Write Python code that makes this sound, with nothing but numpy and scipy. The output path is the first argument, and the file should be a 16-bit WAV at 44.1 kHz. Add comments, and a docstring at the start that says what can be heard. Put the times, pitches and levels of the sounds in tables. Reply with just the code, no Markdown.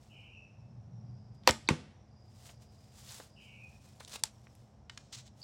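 """A grassy clearing, one microphone: far traffic rumbles, an engine swells, insects trill, sleeves rustle, a bird buzzes.
Close by, a longbow is shot: a crack of ringing modes, scrapes of coloured noise, a low thump of the limbs.
A fifth of a second later, on the heels of a tiny falling glide, the arrow smacks into the target farther off,
and the trees echo. The next arrow is taken up with rustles, slides of gritty noise and clicks; two more glides end it.
Insects are narrow bands of noise; the bird and the glides are swept sines; echoes are decaying noise in bands."""
import sys
import numpy as np
from scipy import signal
from scipy.fft import rfft, irfft, next_fast_len
from scipy.io import wavfile

SR = 44100
rng = np.random.default_rng(int(sys.argv[2]) if len(sys.argv) > 2 else 0)


def generate_wav(sig):
    """Save sig (samples, or channels by samples) to the path in sys.argv[1] as 16-bit PCM at SR."""
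    pcm = np.round(np.clip(np.atleast_2d(sig).T, -1, 1) * 32767).astype(np.int16)
    wavfile.write(sys.argv[1], SR, pcm)


N = 239707
TIME = np.arange(N) / SR


# In all tables: t60/s is the time to fall by 60 dB, rise/s the time of the last 10 dB up to the peak.
# Colours give only the shape of a spectrum; the noise made from them has unit power.


def amp(db):
    """Decibels to gain."""
    return 10 ** (np.asarray(db) / 20)


def rms_one(x):
    """Scale to unit power."""
    return x / np.sqrt(np.mean(x ** 2) + 1e-20)


def at_hz(rows, hz):
    """Each column of a spectrum at the given frequencies, read along a logarithmic axis."""
    points, *columns = np.transpose(rows)
    return [np.interp(np.log(hz), np.log(points), column) for column in columns]


def drift(rate):
    """Random wander about zero, with a new target 'rate' times a second."""
    return np.interp(TIME * rate, np.arange(N), rng.standard_normal(N))


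def noise(colour, grain_db=0):
    """Noise of a given colour; uneven grain sizes make it gritty."""
    size = next_fast_len(N)
    grains = rng.standard_normal(N) * amp(grain_db * drift(2500))
    bins_hz = np.arange(size // 2 + 1) * SR / size + 1e-3   # just above zero for the logarithm
    gain = amp(at_hz(colour, bins_hz)[0])
    return rms_one(irfft(rfft(grains, size) * gain, size)[:N])


def band(x, low_hz, high_hz, order=2):
    """Causal band-pass."""
    edges = np.clip([low_hz, max(high_hz, 1.2 * low_hz)], 10, .47 * SR)
    return signal.sosfilt(signal.butter(order, edges, "band", fs=SR, output="sos"), x)


def whistle(hz):
    """A unit-power sine that follows a pitch curve."""
    return np.sqrt(2) * np.sin(2 * np.pi * np.cumsum(hz) / SR)


def held(start, length, attack, release):
    """Envelope that fades in, holds at one and fades out within its length."""
    fade_in = (TIME - start) / attack
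    fade_out = (start + length - TIME) / release
    return np.clip(np.minimum(fade_in, fade_out), 0, 1)


def swell(s, db, rise, t60):
    """Envelope that grows to a peak at s and dies away, both exponentially."""
    growing_db = 10 * (TIME - s) / rise
    dying_db = -60 * (TIME - s) / t60
    return amp(db + np.maximum(np.where(TIME < s, growing_db, dying_db), -200))


def strokes(rows):
    """Each rubbing stroke builds up, holds and dies away; their powers add."""
    power = 0
    for s, db, rise, hold, t60 in rows:
        before_db = 10 * np.maximum(s - TIME, 0) / rise
        after_db = 60 * np.maximum(TIME - s - hold, 0) / t60
        power = power + amp(db - np.minimum(before_db + after_db, 200)) ** 2
    return np.sqrt(power)


def strike(s, modes, contact):
    """A blow sets every mode ringing; a longer contact lets them build up more slowly."""
    age = np.clip(TIME - s, 0, 1)
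    live = (age > 0) & (age < 1)
    t, out = age[live], np.zeros(N)
    for k, (hz, db, t60) in enumerate(modes):
        decay = np.exp(-np.log(1000) * t / t60)
        out[live] += (-1) ** k * amp(db) * decay * np.sin(2 * np.pi * hz * t)   # signs alternate
    return out * (1 - np.exp(-age / contact))


def radiated(s, db, low_hz, high_hz):
    """Summed over all directions, a crack is a broad, smooth pulse."""
    return amp(db) * band(signal.unit_impulse(N, round(s * SR)), low_hz, high_hz, order=1)


# Echoes of the clearing, near from ground and bushes, far from the trees; each source adds its own levels:
# f/Hz, near level/dB, near t60/s, far level/dB, far t60/s
CLEARING_ECHOES = [(100, -8, 0.46, -2.5, .8), (400, 0.5, .22, -1, .9), (895, 3, 0.2, -2, 0.57),
                   (2290, 1.5, 0.19, -1, 0.8), (5000, -1, .23, 3, 0.49), (7900, 1, 0.29, 0, 0.6),
                   (11000, -3, .18, -10.5, .35), (15000, -6.5, .16, -16.5, .25)]


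def echoes(x, near_db, far_db):
    """Dense scatter from nearby, then a long faint return from the trees that loses its treble first."""
    t, response = TIME[:SR], 0
    edges = np.geomspace(60, 17000, 13)
    for low, high in zip(edges, edges[1:]):
        near, near_t60, far, far_t60 = at_hz(CLEARING_ECHOES, np.sqrt(low * high))
        near_path = (near + near_db, near_t60, .006)
        far_path = (far + far_db, far_t60, .025)
        for db, t60, build_s in (near_path, far_path):
            shape = np.exp(-np.log(1000) * t / t60) * (1 - np.exp(-(t / build_s) ** 2))
            scatter = band(rng.standard_normal(SR), low, high)
            response = response + amp(db) * scatter * shape / np.linalg.norm(shape)
    return signal.fftconvolve(x, response)[:N]


# Colour of the far traffic: f/Hz, level/dB
TRAFFIC_COLOUR = [(20, -42.5), (35, -20.5), (55, -1), (80, 1), (130, 3.5), (170, -9), (225, -9.5),
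                  (280, -14), (400, -17.5), (750, -15), (1000, -23), (1700, -38.5), (3000, -43),
                  (5000, -65)]
# Colour of the rough part of the engine's drone: f/Hz, level/dB
ENGINE_COLOUR = [(60, -23.5), (95, -3.5), (120, 0.5), (140, -6), (210, -11.5), (300, -31)]
# Colour of the hiss of leaves: f/Hz, level/dB
LEAF_COLOUR = [(1500, 10.5), (3000, 3), (6000, 4), (10000, -11.5), (16000, -32)]
# The far engine drones on, fading, and swells once
ENGINE_DB, ENGINE_FADE_DB_PER_S, ENGINE_ONSET_S = -57.5, 2.5, 0.69
ENGINE_PEAK_S, ENGINE_PEAK_DB, ENGINE_SWELL_S = 1.06, -50.5, .36


def background(engine_hz=116, hum_hz=210):
    """Far traffic, one droning engine rising out of it, a faint steady hum and a hiss of leaves."""
    traffic = amp(-58.78) * noise(TRAFFIC_COLOUR)
    tone = amp(-4) * whistle(engine_hz + 2.2 * drift(12))
    roughness = amp(-2.5) * rms_one(band(noise(ENGINE_COLOUR), 50, 350))
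    onset = np.minimum(TIME / ENGINE_ONSET_S, 1) ** 2
    receding = amp(ENGINE_DB - ENGINE_FADE_DB_PER_S * TIME) * onset
    swelling = amp(ENGINE_PEAK_DB) * np.exp(-((TIME - ENGINE_PEAK_S) / ENGINE_SWELL_S) ** 2)
    engine = (receding + swelling) * (tone + roughness)
    hum = amp(-70.5) * whistle(hum_hz + 2 * drift(5.4))
    leaves = amp(-78.5) * noise(LEAF_COLOUR)
    return traffic + engine + hum + leaves


# Insects that pulse and swell: f/Hz, mean level/dB
CHIRPERS = [(5280, -86.5), (5680, -86)]
# Bouts of one trilling insect: start t/s, length/s, level/dB
TRILLS = [(1.0, .9, -80), (2.04, 1.52, -77)]
TRILL_FADE_S = 0.11


def insects(trill_hz=4900, swells_per_s=1.7):
    """Rasping wings make narrow bands: one insect trills in bouts, the others pulse and swell at a loose pace."""
    blur = [(20, 5.5), (170, 4), (330, -11), (800, -47), (2000, -91)]   # offset from centre f/Hz, level/dB
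    bouts = sum(amp(db) * held(start, length, TRILL_FADE_S, TRILL_FADE_S) for start, length, db in TRILLS)
    out = bouts * noise(blur) * whistle(np.full(N, trill_hz))
    for k, (hz, db) in enumerate(CHIRPERS):
        swelling_db = 3 * (-1) ** k * whistle(swells_per_s + .4 * drift(3.6))   # they start out in opposition
        level = amp(db + swelling_db + 2.5 * drift(50))
        out = out + level * noise(blur) * whistle(hz + 60 * drift(9.1))
    return out


# Strokes of a sleeve as the arms move, before the grit and flicker:
# t/s, level/dB, rise/s, hold/s, t60/s
SLEEVE_STROKES = [(0.01, -71.5, .05, 0.016, 1.45), (1.348, -77.5, .008, .01, .08),
                  (2.46, -60.5, 0.098, 0.042, .22), (2.62, -65.5, .015, .003, .25),
                  (2.72, -72.5, .03, .15, .5), (2.975, -60.5, 0.048, 0.017, .35),
                  (3.11, -53.5, 0.092, 0.082, 0.34), (3.42, -69, .04, 0.033, .9),
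                  (3.70, -71, 0.16, 0.27, 0.48), (3.89, -68.5, 0.066, .005, .15),
                  (4.33, -74, .1, .29, 0.71), (5.41, -67, 0.042, 0.031, 0.23)]
# Colour of cloth on cloth: f/Hz, level/dB
SLEEVE_COLOUR = [(250, -19.5), (450, -5.5), (850, -1), (1700, -3.5), (3600, 0), (7600, 0.5), (10000, -7),
                 (12500, -11.5), (16000, -12)]
# The treble gains this many dB for each dB of stroke above the plain level
SLEEVE_BRIGHTENS, SLEEVE_PLAIN_DB = .2, -67


def sleeves():
    """Cloth on cloth: the harder the stroke, the brighter its grit."""
    level = strokes(SLEEVE_STROKES)
    cloth = noise(SLEEVE_COLOUR, grain_db=3)
    treble_gain = (level / amp(SLEEVE_PLAIN_DB)) ** SLEEVE_BRIGHTENS
    extra_treble = (treble_gain - 1) * band(cloth, 6500, 16000, order=1)
    return level * (cloth + extra_treble) * amp(1.5 * drift(70))


def handling():
    """Cloth rubs, and the next arrow slides and knocks on the bow, with the clearing's echoes."""
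    rubs = sleeves() + slides() + ticks()
    return rubs + echoes(rubs, near_db=-14.5, far_db=-27.5)


# Buzzy bird calls; the level is before the closing accent and the flutter, the echo is a trim:
# start t/s, length/s, closing pitch f/Hz, fall to it f/Hz, level/dB, echo level/dB
BUZZ_CALLS = [(.09, .30, 2602, 169, -67.5, 4), (3.355, .308, 2445, 440.6, -63, -3.5)]
BUZZ_ATTACK_S, BUZZ_RELEASE_S = 0.02, 0.0057
BUZZ_ACCENT_DB, BUZZ_ACCENT_S = 8.5, .04   # the whistle at the end is accented
BUZZ_FALL_S = .13   # the pitch settles
# The sweep opens quickly, narrows with this power of the call's progress, and is almost gone in the whistle
BUZZ_OPEN_S, BUZZ_SWEEP_HZ, BUZZ_NARROWING = .025, 316, 3.44
BUZZ_WHISTLE_S, WHISTLE_SWEEP_HZ = 0.02, 30


def buzzes(buzz_hz=85):
    """A far bird sweeps its whistle up and down fast enough to buzz; each call sinks, narrows, ends on an accent."""
    out = 0
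    for start, length, closing_hz, fall_hz, db, echo_db in BUZZ_CALLS:
        age = np.clip(TIME - start, 0, length)
        hz = closing_hz + fall_hz * np.exp(-age / BUZZ_FALL_S)
        progress = np.minimum(age / (length - BUZZ_WHISTLE_S), 1)
        opening = 1 - np.exp(-age / BUZZ_OPEN_S)
        sweep_hz = WHISTLE_SWEEP_HZ + BUZZ_SWEEP_HZ * opening * (1 - progress ** BUZZ_NARROWING)
        flutter = whistle(buzz_hz * (1 + .07 * drift(40))) / np.sqrt(2)
        accent_db = BUZZ_ACCENT_DB * np.exp((age - length) / BUZZ_ACCENT_S)
        pulsing_db = 2.95 * np.roll(flutter, SR // 400)   # loudness lags pitch by 2.5 ms
        level = held(start, length, BUZZ_ATTACK_S, BUZZ_RELEASE_S) * amp(db + accent_db + pulsing_db)
        call = level * whistle(hz + sweep_hz * (flutter + .25 * drift(200)))
        out = out + call + amp(echo_db) * echoes(call, near_db=.5, far_db=-2.5)
    return out


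# Light knocks and brushes of shaft, nock and fingers on the bow:
# t/s, level/dB, low edge f/Hz, high edge f/Hz, t60/s
TICKS = [(1.4358, -56, 700, 4500, 0.013), (1.5094, -18.5, 3460, 8300, .004), (2.492, -51, 397, 3510, 0.053),
         (3.09, -54, 3265, 5500, 0.22), (3.2, -46.5, 202, 1500, .05), (4.006, -44.5, 349, 2150, 0.043),
         (4.049, -42, 3270, 7850, .008), (4.157, -41.5, 396, 4000, .03), (4.47, -51.5, 403, 2486, 0.02),
         (4.552, -56, 2000, 12780, 0.0094), (4.897, -38.5, 886, 5300, 0.019),
         (4.9756, -40, 1200, 6600, 0.022)]
# Knocks that set the shaft ringing: t/s, level added to the modes/dB
SHAFT_KNOCKS = [(4.8964, -0.5), (4.976, -14)]
# Ringing of the arrow shaft, before the knock's level: f/Hz, level/dB, t60/s
SHAFT_MODES = [(1830, -45, 0.039), (2145, -46, 0.03), (2980, -37.5, .02)]


def ticks():
    """Each light knock is a brief burst in its own band; two of them ring the shaft."""
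    white = rng.standard_normal(N)
    out = np.zeros(N)
    for s, db, low, high, t60 in TICKS:
        out += swell(s, db, .0003, t60) * rms_one(band(white, low, high, order=3))
    for s, db in SHAFT_KNOCKS:
        out += amp(db) * strike(s, SHAFT_MODES, contact=0.00043)
    return out


# Bow and arrow as the string lets go: f/Hz, level/dB, t60/s
RELEASE_MODES = [(520, -17, 0.091), (783, -20, 0.042), (965, -11.5, 0.027), (1230, -16, 0.026),
                 (1865, -11, .012), (2710, -14, .012), (4200, -10.5, .008), (4620, -9.5, .009),
                 (5900, -7.5, .005), (6900, -28, 0.007), (7780, -19, .007), (9970, -19, 0.0046),
                 (13800, -16, .004)]
# Limbs and string at the end of their travel: f/Hz, level/dB, t60/s
LIMB_MODES = [(72, -26, .09), (140, -25, .05), (226, -33.5, 0.23), (300, -26.5, .05), (404, -29, .05),
              (600, -25.5, .05)]
# The shaft gliding, then scraping past the bow: t/s, level/dB, rise/s, t60/s
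SCRAPES = [(1.471, -57, 0.02, 0.041), (1.477, -22.5, 0.0013, .05), (1.4907, -21, 0.0043, .05)]
# Colour of the scrape: f/Hz, level/dB
SCRAPE_COLOUR = [(150, -33), (250, -3.5), (938, -1.5), (1950, -7.5), (3520, -6.5), (4900, -14),
                 (5540, -10.5), (6140, -17.5), (7700, -18), (9010, -27), (16000, -34)]
RELEASE_S, THUMP_S = 1.4748, 1.493


def bow():
    """Close by: crack of the release, scrape of the shaft, thump of the limbs."""
    crack = band(strike(RELEASE_S, RELEASE_MODES, contact=.0002), 380, 19000)   # the crack carries little bass
    scrape = sum(swell(*row) for row in SCRAPES) * noise(SCRAPE_COLOUR, grain_db=2.5)
    thump = strike(THUMP_S, LIMB_MODES, contact=0.0045)
    outward = radiated(RELEASE_S, db=12, low_hz=500, high_hz=4400) + scrape + thump
    return crack + scrape + thump + echoes(outward, near_db=-15, far_db=-28.5)


# Tiny high glides, falling or rising: t/s, pitch at the middle f/Hz, glide/(Hz per s), level/dB
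GLIDES = [(1.678, 4200, -290000, -43.5), (5.419, 4700, 140000, -49.5), (5.43, 4430, -260000, -44.5)]
GLIDE_WIDTH_S = .0023


def quick_glides():
    """A few milliseconds of sine, its pitch sliding fast under a bell-shaped envelope."""
    out = 0
    for s, hz, hz_per_s, db in GLIDES:
        age = np.clip(TIME - s, -5 * GLIDE_WIDTH_S, 5 * GLIDE_WIDTH_S)
        envelope = np.exp(-(age / GLIDE_WIDTH_S) ** 2)
        out = out + amp(db) * envelope * whistle(hz + hz_per_s * age)
    return out + echoes(out, near_db=-3, far_db=-12)


# Arrow point entering the target: f/Hz, level/dB, t60/s
IMPACT_MODES = [(372, -33, .06), (908, -21, 0.037), (1060, -21.5, 0.029), (1530, -26.5, .025),
                (2220, -12.5, .012), (2560, -17, 0.015), (3740, -19, 0.012), (4557, -25.5, 0.024),
                (6135, -19.5, .008), (7750, -24, 0.011), (9890, -28, .005), (13300, -34, .004)]
# The shaft burrowing into the packing: t/s, level/dB, rise/s, t60/s
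BURROW = [(1.690, -25.5, .001, 0.027), (1.705, -31, .006, 0.028)]
# Colour of the burrowing: f/Hz, level/dB
BURROW_COLOUR = [(88, -32), (150, -3), (366, 4), (659, -22), (1000, -3.5), (1580, -25), (2400, -11),
                 (5120, -21.5), (7770, -23.5), (14000, -61)]
# The body of the target giving way: f/Hz, level/dB, t60/s
TARGET_MODES = [(85.88, -26, 0.12), (151, -24.5, 0.17), (204, -18.5, 0.054), (250.5, -30.5, 0.14),
                (322, -31, 0.067), (396, -30, 0.068), (488, -30.5, .07)]
IMPACT_S, THUD_S = 1.6881, 1.703


def target():
    """The point cracks in, the shaft burrows, the whole target booms; being farther off, it echoes more."""
    crack = strike(IMPACT_S, IMPACT_MODES, contact=.0003)
    burrow = sum(swell(*row) for row in BURROW) * noise(BURROW_COLOUR, grain_db=-2)
    thud = strike(THUD_S, TARGET_MODES, contact=0.0015)
    pulse = radiated(IMPACT_S, db=10, low_hz=494, high_hz=2605)
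    outward = band(pulse + burrow + thud, 60, 9000)   # air dulls the long paths
    return crack + burrow + thud + echoes(outward, near_db=-10.5, far_db=-19.5)


# Strokes of the next arrow, one list through the quiver, one through the fingers, before the flicker:
# t/s, level/dB, rise/s, hold/s, t60/s
SLIDE_STROKES = [
    [(4.004, -52.5, 0.0042, .003, .03), (4.02, -61, .015, 0.014, 0.11), (4.077, -53, .001, .005, .08),
     (4.15, -46, 0.037, .012, .06), (4.195, -60, .01, 0.0044, 0.043)],
    [(4.92, -69.5, 0.013, .04, .2), (5.0, -66.5, 0.011, .004, .2), (5.06, -73, .05, .06, .2),
     (5.128, -47.5, 0.0047, .026, 0.052), (5.177, -52.5, 0.015, 0.0066, .17),
     (5.268, -62, .03, 0.014, 0.048)],
]
# One colour for each slide, quiver then fingers: f/Hz, level/dB
SLIDE_COLOURS = [
    [(250, -15), (500, -2.5), (1000, -4.5), (2200, -5), (4200, 1), (7800, -3.5), (10000, -7), (12500, -17),
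     (16000, -15.5)],
    [(400, -22), (1000, -10), (2200, -5.5), (4200, 1.5), (7800, -1), (10000, -18), (12500, -23),
     (16000, -22)],
]


def slides():
    """The next arrow rubs through the quiver, then the fingers: gritty noise whose level flickers."""
    rubbing = 0
    for rows, colour in zip(SLIDE_STROKES, SLIDE_COLOURS):
        rubbing = rubbing + strokes(rows) * noise(colour, grain_db=3.5)
    return rubbing * amp(2.6 * drift(100))


# The next arrow snapping out of its clip: f/Hz, level/dB, t60/s
SNAP_MODES = [(880, -33.5, 0.031), (1720, -29.5, 0.0082), (2500, -27.5, 0.0049), (3510, -24.5, 0.01),
              (4470, -20, 0.0098), (5400, -17.5, 0.0058), (5980, -19.5, 0.0088), (7670, -16.5, 0.0072),
              (8860, -14.5, 0.0032), (10800, -21, 0.0035), (13700, -26, 0.0026)]
SNAP_S = 4.2369


def snap(bounce_s=.018):
    """The arrow springs out of its clip; the sound scatters off body and bow and bounces off the ground."""
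    click = strike(SNAP_S, SNAP_MODES, contact=.00004)
    off_body = swell(SNAP_S + 0.00092, -35, 0.0011, 0.036)
    off_ground = swell(SNAP_S + bounce_s, -50.5, 0.0045, 0.18)
    scatter = (off_body + off_ground) * rms_one(band(noise(SLEEVE_COLOUR), 300, 10000))
    bounce = amp(-25) * np.roll(click, round(bounce_s * SR))
    return click + scatter + bounce


def scene():
    """All sources at one microphone."""
    place = background() + insects() + buzzes() + quick_glides()
    shooting = handling() + bow() + target() + snap()
    return (place + shooting)[None]


def record(dry):
    """The microphone sheds the deep bass below 42 Hz; the top is cut steeply at 16.2 kHz."""
    thinned = signal.sosfilt(signal.butter(4, 42, "high", fs=SR, output="sos"), dry)
    return signal.sosfilt(signal.ellip(10, .1, 80, 16200, fs=SR, output="sos"), thinned)


dry = scene()
out = record(dry)
generate_wav(out)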